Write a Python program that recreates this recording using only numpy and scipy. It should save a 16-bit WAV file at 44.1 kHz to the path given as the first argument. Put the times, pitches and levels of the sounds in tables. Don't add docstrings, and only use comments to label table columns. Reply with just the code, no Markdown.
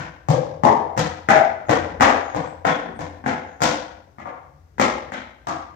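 import sys
import numpy as np
from scipy import signal
from scipy.fft import rfft, irfft, next_fast_len
from scipy.io import wavfile

SR = 44100
rng = np.random.default_rng(int(sys.argv[2]) if len(sys.argv) > 2 else 0)


def store_wav(level_fs):
    pcm = np.round(np.clip(np.atleast_2d(level_fs), -1, 1) * 32767)
    wavfile.write(sys.argv[1], SR, pcm.T.astype(np.int16))


N = 253575
LEAD = SR // 4
TIME = np.arange(-LEAD, N) / SR


def undb(db):
    return 10 ** (np.asarray(db) / 20)


def at(points, hz):
    f, value = np.transpose(points)
    return np.interp(np.log(np.maximum(hz, 1)), np.log(f), value)


def causal(log_gain):
    cepstrum = irfft(log_gain)
    half = len(cepstrum) // 2
    cepstrum[1:half] *= 2
    cepstrum[half + 1:] = 0
    return np.exp(rfft(cepstrum))


def colour(x, points):
    n = 2 * next_fast_len(len(x) // 2 + SR // 20)
    gain = undb(at(points, np.fft.rfftfreq(n, 1 / SR)))
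    return irfft(rfft(x, n) * causal(np.log(gain)))[:len(x)]


def unit(x):
    return x / np.sqrt(np.sum(x ** 2, axis=-1, keepdims=True))


def fade(t, t60):
    return np.exp(-np.log(1000) * t / t60)


def walk(rate, size):
    knots = rng.standard_normal(size // 20 + 2)
    return np.interp(np.arange(size) * rate / SR, np.arange(len(knots)), knots)


def noise(points):
    x = colour(rng.standard_normal(len(TIME)), points)
    return x / x.std()


def add(track, s, sound, db):
    start = max(int(s * SR) + LEAD, 0)
    part = sound[:len(track) - start]
    track[start:start + len(part)] += part * undb(db) * np.sqrt(SR / 10)


# (time [s], level [dB])
ROLL_LEVELS = [(0.0, -54), (1.75, -49), (4.63, -56.5), (5.03, -48.5), (5.3, -55.5), (5.75, -53)]
# (peak time [s], grit boost [dB])
WIDE_SWINGS = [(.55, 10), (1.9, 18), (2.9, 21)]
# (frequency [Hz], relative density [dB])
RUMBLE_SPECTRUM = [(25, -22), (45, -23.5), (62, -0.5), (75, -7), (87, 10.5), (102, -18.5), (135, -5.5),
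                   (200, -31.5), (400, -56)]
# (frequency [Hz], relative density [dB])
GRIT_SPECTRUM = [(100, -23.5), (170, 9.5), (300, 7.5), (420, 6), (600, 1), (800, -0.5), (1100, -11),
                 (2000, -17), (3200, -34), (6500, -39), (10000, -51.5)]
def rolling(rumble_db=7.5, grit_db=-7.5, throb_db=2, bump_db=3, half_swing_s=.28):
    roll_db = np.interp(TIME, *np.transpose(ROLL_LEVELS))
    swing_db = sum(db * np.clip(1 - np.abs(TIME - s) / half_swing_s, 0, 1) for s, db in WIDE_SWINGS)
    throb, bumps = walk(12, len(TIME)), walk(60, len(TIME))
    rumble = noise(RUMBLE_SPECTRUM) * undb(rumble_db + throb_db * throb)
    grit = noise(GRIT_SPECTRUM) * undb(grit_db + swing_db + bump_db * bumps)
    return undb(roll_db) * (rumble + grit)


# (frequency [Hz], relative density [dB])
AIR_SPECTRUM = [(25, -34), (80, 3.5), (200, -7.5), (700, -20.5), (1600, -12.5), (3200, -24), (6000, -20.5),
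                (10000, -35), (14000, -27), (16000, -42.5)]
def outdoor_air(level_db=-63):
    return undb(level_db) * np.array([noise(AIR_SPECTRUM), noise(AIR_SPECTRUM)])


# (time [s], level [dB], low thump [dB], woody clack [dB], metal click [dB], first wheel's lead [s])
FRONT_LANDINGS = [(-.09, -21.5, 5, 1, -14, 0.0002), (.286, -15, 16, -12.5, -17, 0),
                  (.636, -10, -1.5, -12, -24.5, 0.0011), (.976, -14.5, 4, -4.5, -12, 0.01),
                  (1.287, -13, -6.5, 3.5, -15.5, 0.0003), (1.694, -9.5, -1.5, -5.5, -20, 0.0087),
                  (2.008, -7.5, -11, 0.5, -16.5, .009), (2.347, -18.5, .5, -8.5, -22.5, 0.000083),
                  (2.651, -11, -5, -3, -22.5, 0.0045), (2.991, -24.5, -2, -9, -19, 0.00018),
                  (3.261, -15.5, -6, -4.5, -22.5, .021), (3.619, -10.5, -5.5, -4, -10, .014),
                  (4.184, -34.5, -1.5, -1.5, -24, 0), (4.256, -30.5, -10.5, -5.5, -31, 0),
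                  (4.797, -11, -8, -2.5, -14.5, .015), (5.120, -28, -5, 2, -16.5, 0),
                  (5.470, -19, -10.5, -10, -19, 0.0013)]
# (level [dB], thump [dB], clack [dB], click [dB])
FIRST_TOUCH = (-15, 5.5, -1, -5)
def wheel_blows():
    for s, *blow, lead_s in FRONT_LANDINGS:
        yield (s, *blow)
        if lead_s > 0:
            yield (s - lead_s, *np.add(blow, FIRST_TOUCH))


# (frequency [Hz], relative density [dB])
CRACK_SPECTRUM = [(100, -16), (260, 0.5), (420, -4.5), (800, 5.5), (1300, -1.5), (2100, -4), (2650, -8),
                  (4000, -5), (5200, -1), (6700, 1.5), (8300, -8), (10500, -29.5), (13500, -13.5),
                  (16000, -36.5)]
def wheel_crack(t, crack_t60=0.012, rattle_db=-26, rattle_t60=0.093):
    envelope = fade(t, crack_t60) + undb(rattle_db) * fade(t, rattle_t60)
    spectrum = rfft(rng.standard_normal(len(t)) * envelope)
    burst = irfft(spectrum / causal(np.log(np.abs(spectrum) + 1e-12)))
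    return unit(colour(burst, CRACK_SPECTRUM))


# (frequency [Hz], relative level [dB], t60 [s])
BOARD_MODES = [(89.6, -9, 0.062), (146, 1, 0.069), (162.2, -4, 0.12), (227.7, -2.5, 0.037),
               (271.4, -4, 0.04), (315.5, -6, 0.069), (484.3, -2.5, 0.033), (545, -3, 0.028),
               (674, -8, 0.068), (733, -3, 0.018), (868, -9, 0.036), (984, -11, 0.024), (1211, -5.5, 0.022),
               (1478, -6.5, 0.021), (1626, -7.5, 0.075), (1853, -19, 0.05), (2022, -14.5, 0.027)]
def board_ring(t, detune=0.04):
    hz, mode_db, t60 = np.transpose(BOARD_MODES)[:, :, None]
    loaded_hz = hz * (1 + detune * rng.standard_normal(hz.shape))
    modes = unit(np.sin(2 * np.pi * loaded_hz * t) * fade(t, t60))
    sign = (-1) ** np.arange(len(hz))[:, None]
    return unit(np.sum(sign * modes * undb(mode_db), axis=0))


def knocks(crack_db=-2.0, ring_db=-8.0):
    out = np.zeros(len(TIME))
    t = np.arange(SR // 5) / SR
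    for s, db, thump_db, clack_db, click_db in wheel_blows():
        knock = undb(ring_db) * board_ring(t) + undb(crack_db) * wheel_crack(t)
        tone = [(60, -6), (135, thump_db), (275, 0), (880, -0.5),
                (1400, clack_db), (2100, clack_db), (4600, click_db)]
        add(out, s, colour(knock, tone), db)
    return out


def stick_slip(table, jitter, jitter_hz, flutter_db, overtone_db):
    out = np.zeros(len(TIME))
    for s, length, start_hz, end_hz, db in table:
        wobble, grip = walk(jitter_hz, SR // 2), walk(jitter_hz / 2, SR // 2)
        n = int(length * SR)
        slip_hz = np.linspace(start_hz, end_hz, n) * (1 + jitter * wobble[:n])
        phase = 2 * np.pi * np.cumsum(slip_hz) / SR
        tone = np.sin(phase) + undb(overtone_db) * np.sin(2 * phase)
        envelope = undb(flutter_db * grip[:n]) * signal.windows.tukey(n, .4)
        add(out, s, unit(tone * envelope), db)
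    return out


# (time [s], length [s], start pitch [Hz], end pitch [Hz], level [dB])
WHEEL_SKIDS = [(.30, 0.079, 612, 467, -22.5), (.642, 0.023, 812.3, 782, -13), (.68, 0.036, 506, 469, -23),
               (1.285, 0.033, 842, 737, -13), (1.32, 0.068, 700.4, 620, -15.5),
               (2.04, 0.064, 555.5, 525, -21), (4.256, 0.011755, 1222, 938, -36.5),
               (5.122, 0.042, 3500, 2154, -47), (5.472, 0.036, 1247, 947, -30.5)]
def wheel_skids():
    return stick_slip(WHEEL_SKIDS, jitter=0.13, jitter_hz=600, flutter_db=8.5, overtone_db=-26.5)


# (time [s], length [s], start pitch [Hz], end pitch [Hz], level [dB])
TRUCK_SQUEAKS = [(1.66, 0.019, 6550, 6750, -56.5), (2.20, 0.14, 6645, 6450, -51.5),
                 (2.40, 0.11, 7150, 8150, -57), (2.66, 0.033, 3520, 3380, -42),
                 (2.94, .05, 8560, 8760, -59), (2.99, 0.013, 3530, 3400, -61),
                 (3.44, 0.12, 6580, 6650, -60.5)]
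def truck_squeaks():
    return stick_slip(TRUCK_SQUEAKS, jitter=.033, jitter_hz=1500, flutter_db=4, overtone_db=-40)


def diffuse_bands(centres, spacing_m=0.21):
    hz = np.fft.rfftfreq(2 * SR, 1 / SR)
    left, other = np.exp(2j * np.pi * rng.random((2, len(hz))))
    alike = np.sinc(2 * hz * spacing_m / 343)
    field = np.array([left, alike * left + np.sqrt(1 - alike ** 2) * other])
    return np.array([irfft(field * at(np.c_[centres, band], hz)) for band in np.eye(len(centres))])


def direct_path(size, gain_db=-9, floor_db=3, right_lag_s=.0005):
    tone = [(1800, floor_db), (4000, -13.5), (12000, -1.0)]
    left = undb(gain_db) * colour(signal.unit_impulse(size), tone)
    return np.array([left, np.roll(left, int(right_lag_s * SR))])


# (frequency [Hz], t60 [s], relative level [dB])
SHED_REVERB = [(64, 0.92, -1.5), (150, 0.29, -2), (294, 0.6, 6.5), (750, 0.72, 0), (2150, 0.6, 6),
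               (4770, 0.54, 6.5), (7370, 0.42, -1.5), (13600, 0.37, -6.5)]
# (delay [s], gain [dB])
REFLECTIONS = [(.007, -20), (.0135, -17), (.0168, -11), (.0185, -13), (.024, -18)]
def shed(x, tail_db=-2, build_s=0.025, early_db=-7, patchy_db=2, drift_s=.0005):
    t = np.arange(SR * 4 // 5) / SR
    hz, t60, band_db = np.transpose(SHED_REVERB)
    centres = np.geomspace(hz[0], hz[-1], num=9)
    band_gain = undb(at(np.c_[hz, band_db], centres))[:, None]
    decay = band_gain * fade(t, at(np.c_[hz, t60], centres)[:, None])
    bands = diffuse_bands(centres)
    build_db = early_db * np.clip(2 - 2 * t / build_s, 0, 1)
    direct = direct_path(len(t))
    stride, blend = SR // 3, SR // 50
    crossfade = np.convolve(np.ones(stride), np.ones(blend) / blend)
    out = np.zeros((2, len(x) + 2 * SR))
    for start in range(0, len(x), stride):
        spot = rng.integers(SR)
        tail = np.einsum("bct,bt->ct", bands[:, :, spot:spot + len(t)], decay)
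        patches_db = patchy_db * walk(400, len(t))
        response = direct + unit(tail * undb(build_db + patches_db)) * undb(tail_db)
        for delay, db in REFLECTIONS:
            arrival = delay + drift_s * rng.uniform(-1, 1, 2)
            response[[0, 1], (arrival * SR).astype(int)] += undb(db)
        part = x[start:start + len(crossfade)]
        heard = signal.fftconvolve((part * crossfade[:len(part)])[None], response, axes=1)
        out[:, start:start + heard.shape[1]] += heard
    return out[:, :len(x)]


def scene():
    friction = wheel_skids() + truck_squeaks()
    air = outdoor_air()
    board = rolling() + knocks() + friction
    return (shed(board) + air)[:, LEAD:]


# (frequency [Hz], gain [dB])
RIGHT_MIC_SHADE = [(100, -5.3), (270, -3.5), (520, -9), (1000, -6), (2000, -3.5), (4000, -11.5),
                   (7500, -8.5), (12000, -15)]
def record(dry, low_cut_hz=51, top_hz=16000):
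    low_cut = signal.butter(3, low_cut_hz, "high", fs=SR, output="sos")
    top_cut = signal.ellip(8, .2, 70, top_hz, fs=SR, output="sos")
    left, right = signal.sosfilt(low_cut, dry)
    pair = np.clip([left, colour(right, RIGHT_MIC_SHADE)], -1, 1)
    return signal.sosfilt(top_cut, pair)


dry = scene()
out = record(dry)
store_wav(out)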